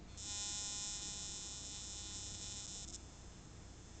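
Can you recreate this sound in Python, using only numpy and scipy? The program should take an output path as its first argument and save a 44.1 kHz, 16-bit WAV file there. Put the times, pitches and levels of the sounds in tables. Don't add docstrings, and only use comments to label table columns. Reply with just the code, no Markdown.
import sys
import numpy as np
from scipy import signal
from scipy.fft import rfft, irfft
from scipy.io import wavfile
from scipy.ndimage import uniform_filter1d

SR = 44100
rng = np.random.default_rng(int(sys.argv[2]) if len(sys.argv) > 2 else 0)


def store_pcm(level_fs):
    pcm = np.round(np.clip(level_fs, -1, 1) * 32767).astype(np.int16)
    wavfile.write(sys.argv[1], SR, np.atleast_2d(pcm).T)


N = 176400
T = np.arange(N) / SR
HZ = np.fft.rfftfreq(N, 1 / SR)
PULSE_HZ = 204.69

# harmonic number, relative level in dB.
SPARK_SPECTRUM = [(1, -33.5), (2, -33.5), (3, -28), (4, -11), (5, -13.5), (6, -33.5), (7, -15.5),
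                  (8, -23.5), (9, -17), (10, -18.5), (11, -23), (12, -12), (13, -17), (14, -14), (15, -8),
                  (16, -17.5), (17, -2.5), (18, -6), (19, -6), (20, -8.5), (21, -11.5), (22, -13.5),
                  (23, -14), (24, -16), (25, -3), (26, -6.5), (27, -2), (28, -7), (29, -3.5), (30, -6),
                  (31, -5), (32, -2), (33, -10.5), (34, -0.5), (35, -1), (36, -4.5), (37, 0.5), (38, -5),
                  (39, -3), (40, -12), (41, -15.5), (42, -32)]


def discharge(turns):
    # start in seconds, end in seconds, extra level in dB.
    contacts = [(.174, 2.66, 0), (2.665, 2.67, 0), (2.675, 2.852, 0), (2.875, 2.879, -3),
                (2.879, 2.889, 2.5), (2.894, 2.909, -.5), (2.925, 2.934, -3), (2.934, 2.964, 3)]
    # time in seconds, base levels of the treble and of the middle in dB.
    load = [(.18,-52,-62.5), (.23,-49.5,-58), (.3,-45.5,-51.5), (.42,-44,-50.5), (.72,-45,-52),
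            (.82,-44.2,-52), (.96,-45,-53), (1.0,-48.5,-54), (1.05,-47,-53), (1.3,-48,-55),
            (1.55,-49.5,-56), (1.7,-50,-57), (1.76,-49.5,-54.5), (1.82,-50.5,-57), (2.01,-49.5,-55.5),
            (2.11,-51.5,-55), (2.15,-48,-56), (2.28,-49.6,-56.5), (2.45,-49.5,-55), (2.62,-49.5,-55.5),
            (2.66,-49.5,-58.5), (2.73,-49.5,-57.5), (2.85,-50.5,-58), (2.88,-51.5,-63)]
    # time in seconds, pulse-to-pulse spread in dB, fizz relative to tone in dB.
    sparking = [(.18, 0.4, -18), (.35, 0.18, -27), (.9, 0.44, -24.5), (1.6, .6, -20.5), (2.2, 0.5, -19),
                (2.4, 1, -14), (2.8, 0.5, -17), (2.96, 1, -21)]
    # start in seconds, end in seconds, level change in dB, extra fizz in dB.
    sputters = [(1.02, 1.04, 1, 8), (1.045, 1.1, 0.5, 5), (1.585, 1.645, -1, 4), (1.648, 1.66, 1, 4),
                (2.303, 2.34, -2, 3), (2.342, 2.356, 0.5, 4), (2.355, 2.408, -2.5, 6), (2.41, 2.458, 0, 2)]
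    hz, waves = ticks(SPARK_SPECTRUM, turns)
    pulse = np.floor(turns + .1).astype(int)
    fired_s = (pulse - turns[0]) / PULSE_HZ
    closed = np.max([amp(db) * ((fired_s > a) & (fired_s < b)) for a, b, db in contacts], axis=0)
    uneven_db = rng.standard_normal(N)[pulse] * curve(sparking, T)
    steps = sum(np.outer([db, extra], (fired_s > a) & (fired_s < b)) for a, b, db, extra in sputters)
    flare_db, rasp_db = uniform_filter1d(steps, size=64)
    fizz_gain = amp(curve(sparking, T, column=2) + rasp_db)
    treble_db, middle_db = curve(load, T), curve(load, T, column=2)
    load_db = middle_db + 52
    register = np.digitize(hz, [1300, 2600, 4800])
    levels_db = [-63.5 + 1.63 * load_db, -63 + 1.43 * load_db, middle_db - .5, treble_db - .16]
    buzz = np.zeros(N)
    for index, db in enumerate(levels_db):
        band = register == index
        tone = unit(waves[band].sum(0))
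        hiss = noise(amp(curve(SPARK_SPECTRUM, HZ / PULSE_HZ)) * np.interp(HZ, hz, band))
        fizz = hiss * unit(abs(signal.hilbert(tone)))
        buzz += amp(db + flare_db + .46 * drift(hz=22)) * (tone + fizz_gain * fizz)
    return buzz * uniform_filter1d(closed * amp(uneven_db), size=16), np.minimum(closed, 1)


def ticks(spectrum, turns):
    # frequency in Hz, delay in milliseconds.
    group_delay = [(800, .1), (3600, 0.21), (4500, .3), (5200, 0.12), (5800, 1.45), (6400, 1.08),
                   (7000, .5), (8000, .2)]
    k = np.arange(1, len(SPARK_SPECTRUM) + 1)
    gain = amp(curve(spectrum, np.arange(len(k) + 2)))
    log_gain = np.log(gain)
    minimum_phase = -signal.hilbert(np.r_[log_gain, log_gain[-2:0:-1]]).imag[k]
    lag_turns = np.cumsum(curve(group_delay, k * PULSE_HZ)) * PULSE_HZ / 1000
    phase = 2 * np.pi * (k[:, None] * turns - lag_turns[:, None]) + minimum_phase[:, None]
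    return k * PULSE_HZ, gain[k, None] * np.cos(phase)


def idle_whine(turns):
    # harmonic number, relative level in dB.
    spectrum = [(1, -13), (4, -9.5), (9, -18.5), (14, -13.5), (16, -13), (17, -3.5), (19, -16), (21, -11),
                (23, -20.5), (25, -2.5), (27, -7), (28, -6.5), (29, -5), (30, -3.5), (31, -1), (32, -2.5),
                (33, -11.5), (34, -1.5), (36, -1.5), (37, -0.5), (38, -5.5), (39, -4), (42, -30)]
    # time in seconds, level in dB.
    levels = [(0, -90), (.06, -86), (.09, -72.5), (.2, -68.5), (3.0, -63), (3.6, -67), (4, -63.5)]
    _, waves = ticks(spectrum, turns)
    return unit(waves.sum(0)) * amp(curve(levels, T) + .32 * drift(hz=60))


def thin_buzz(turns, start_s=.071, end_s=.2, fade_s=.025, level_db=-66.5):
    # harmonic number, relative level in dB.
    spectrum = [(3, -24), (5, -2), (9, -13), (12, -1), (15, -12), (17, 4), (19, -13), (21, 4), (23, -16),
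                (27, -15), (32, -10), (40, -12)]
    _, waves = ticks(spectrum, turns)
    nearing = np.clip(np.minimum(T - start_s, end_s - T) / fade_s, 0, 1)
    return amp(level_db) * nearing * unit(waves.sum(0))


def animal_chirps(length_s=.016, fall_hz_per_s=45000):
    # start in seconds, starting frequency in Hz, peak level in dB.
    calls = [(3.19, 6300, -72), (3.445, 6800, -64), (3.685, 6100, -69), (3.947, 6100, -63)]
    out = np.zeros(N)
    for start, hz, db in calls:
        t = np.clip(T - start, 0, length_s)
        envelope = amp(db) * np.sin(np.pi * t / length_s) ** 2
        out += envelope * np.sin(2 * np.pi * (hz - fall_hz_per_s * t / 2) * t)
    return out


def machinery():
    # frequency in Hz, level in dB, rms pitch wander in Hz.
    tones = [(59.3, -61, .7), (118.1, -72, 2), (176.7, -76, 1.5), (333, -79.5, 2), (628.7, -82, 1),
             (694.6, -79.5, 1.1), (1302, -84.5, 1)]
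    # time in seconds, level in dB.
    drone_levels = [(0, -72), (.15, -60.5), (.5, -60.5), (.9, -73), (1.1, -75), (1.7, -64.5), (2.5, -59.5),
                    (2.7, -65.5), (4, -65.5)]
    hum = sum(hum_tone(*row) for row in tones)
    return hum + hum_tone(hz=89.7, db=curve(drone_levels, T), wander_hz=.95)


def hum_tone(hz, db, wander_hz, throb_db=1.5):
    gain = amp(db + throb_db * drift(hz=4))
    pitch_hz = hz + wander_hz * drift(hz=5)
    return gain * unit(np.cos(2 * np.pi * np.cumsum(pitch_hz) / SR))


def night_air(level_db=-57, top_hz=8000):
    # frequency in Hz, relative spectral density in dB.
    spectrum = [(10, -2.5), (25, -1.5), (45, -1.5), (70, -4), (110, -4.5), (170, -5), (250, -9.5),
                (335, -7.5), (400, -15), (480, -14.5), (600, -19.5), (800, -19), (1200, -22.5),
                (1600, -24.5), (2500, -27), (4500, -29), (6000, -28.5), (7200, -27.5), (8000, -32)]
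    hz, db = np.transpose(spectrum)
    colour = amp(np.interp(np.log(HZ + 1), np.log(hz), db)) * (HZ < top_hz)
    frames = signal.stft(noise(colour), nperseg=1024, noverlap=768)[2]
    patches = uniform_filter1d(rng.standard_normal(frames.shape), size=10, axis=0)
    patch_db = unit(uniform_filter1d(patches, size=20, axis=1))
    air = signal.istft(frames * amp(patch_db), nperseg=1024, noverlap=768)[1][:N]
    return amp(level_db) * unit(air)


def noise(gain):
    return unit(irfft(rfft(rng.standard_normal(N)) * gain, N))


def drift(hz):
    return noise(np.exp(-(HZ / hz) ** 2))


def curve(rows, at, column=1):
    rows = np.array(rows, float)
    return np.interp(at, rows[:, 0], rows[:, column])


def amp(db):
    return 10 ** (np.asarray(db) / 20)


def unit(x):
    return x / np.sqrt(np.mean(x ** 2) + 1e-20)


def scene():
    turns = PULSE_HZ * T + .17
    buzz, closed = discharge(turns)
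    idle = 1 - uniform_filter1d(closed, size=16)
    trap = thin_buzz(turns) + buzz + idle * idle_whine(turns)
    return (trap + night_air() + machinery() + animal_chirps())[None]


def record(dry):
    rate_hz, edge_hz = 16000, 9200
    mirrored = dry * (1 + 2 * np.cos(2 * np.pi * rate_hz * T))
    gentle = signal.firwin(91, rate_hz / 2, window=("kaiser", 9), fs=SR)
    steep = signal.firwin(511, edge_hz, window=("kaiser", 9), fs=SR)
    return signal.oaconvolve(mirrored, np.convolve(gentle, steep)[None], "same")


dry = scene()
out = record(dry)
store_pcm(out)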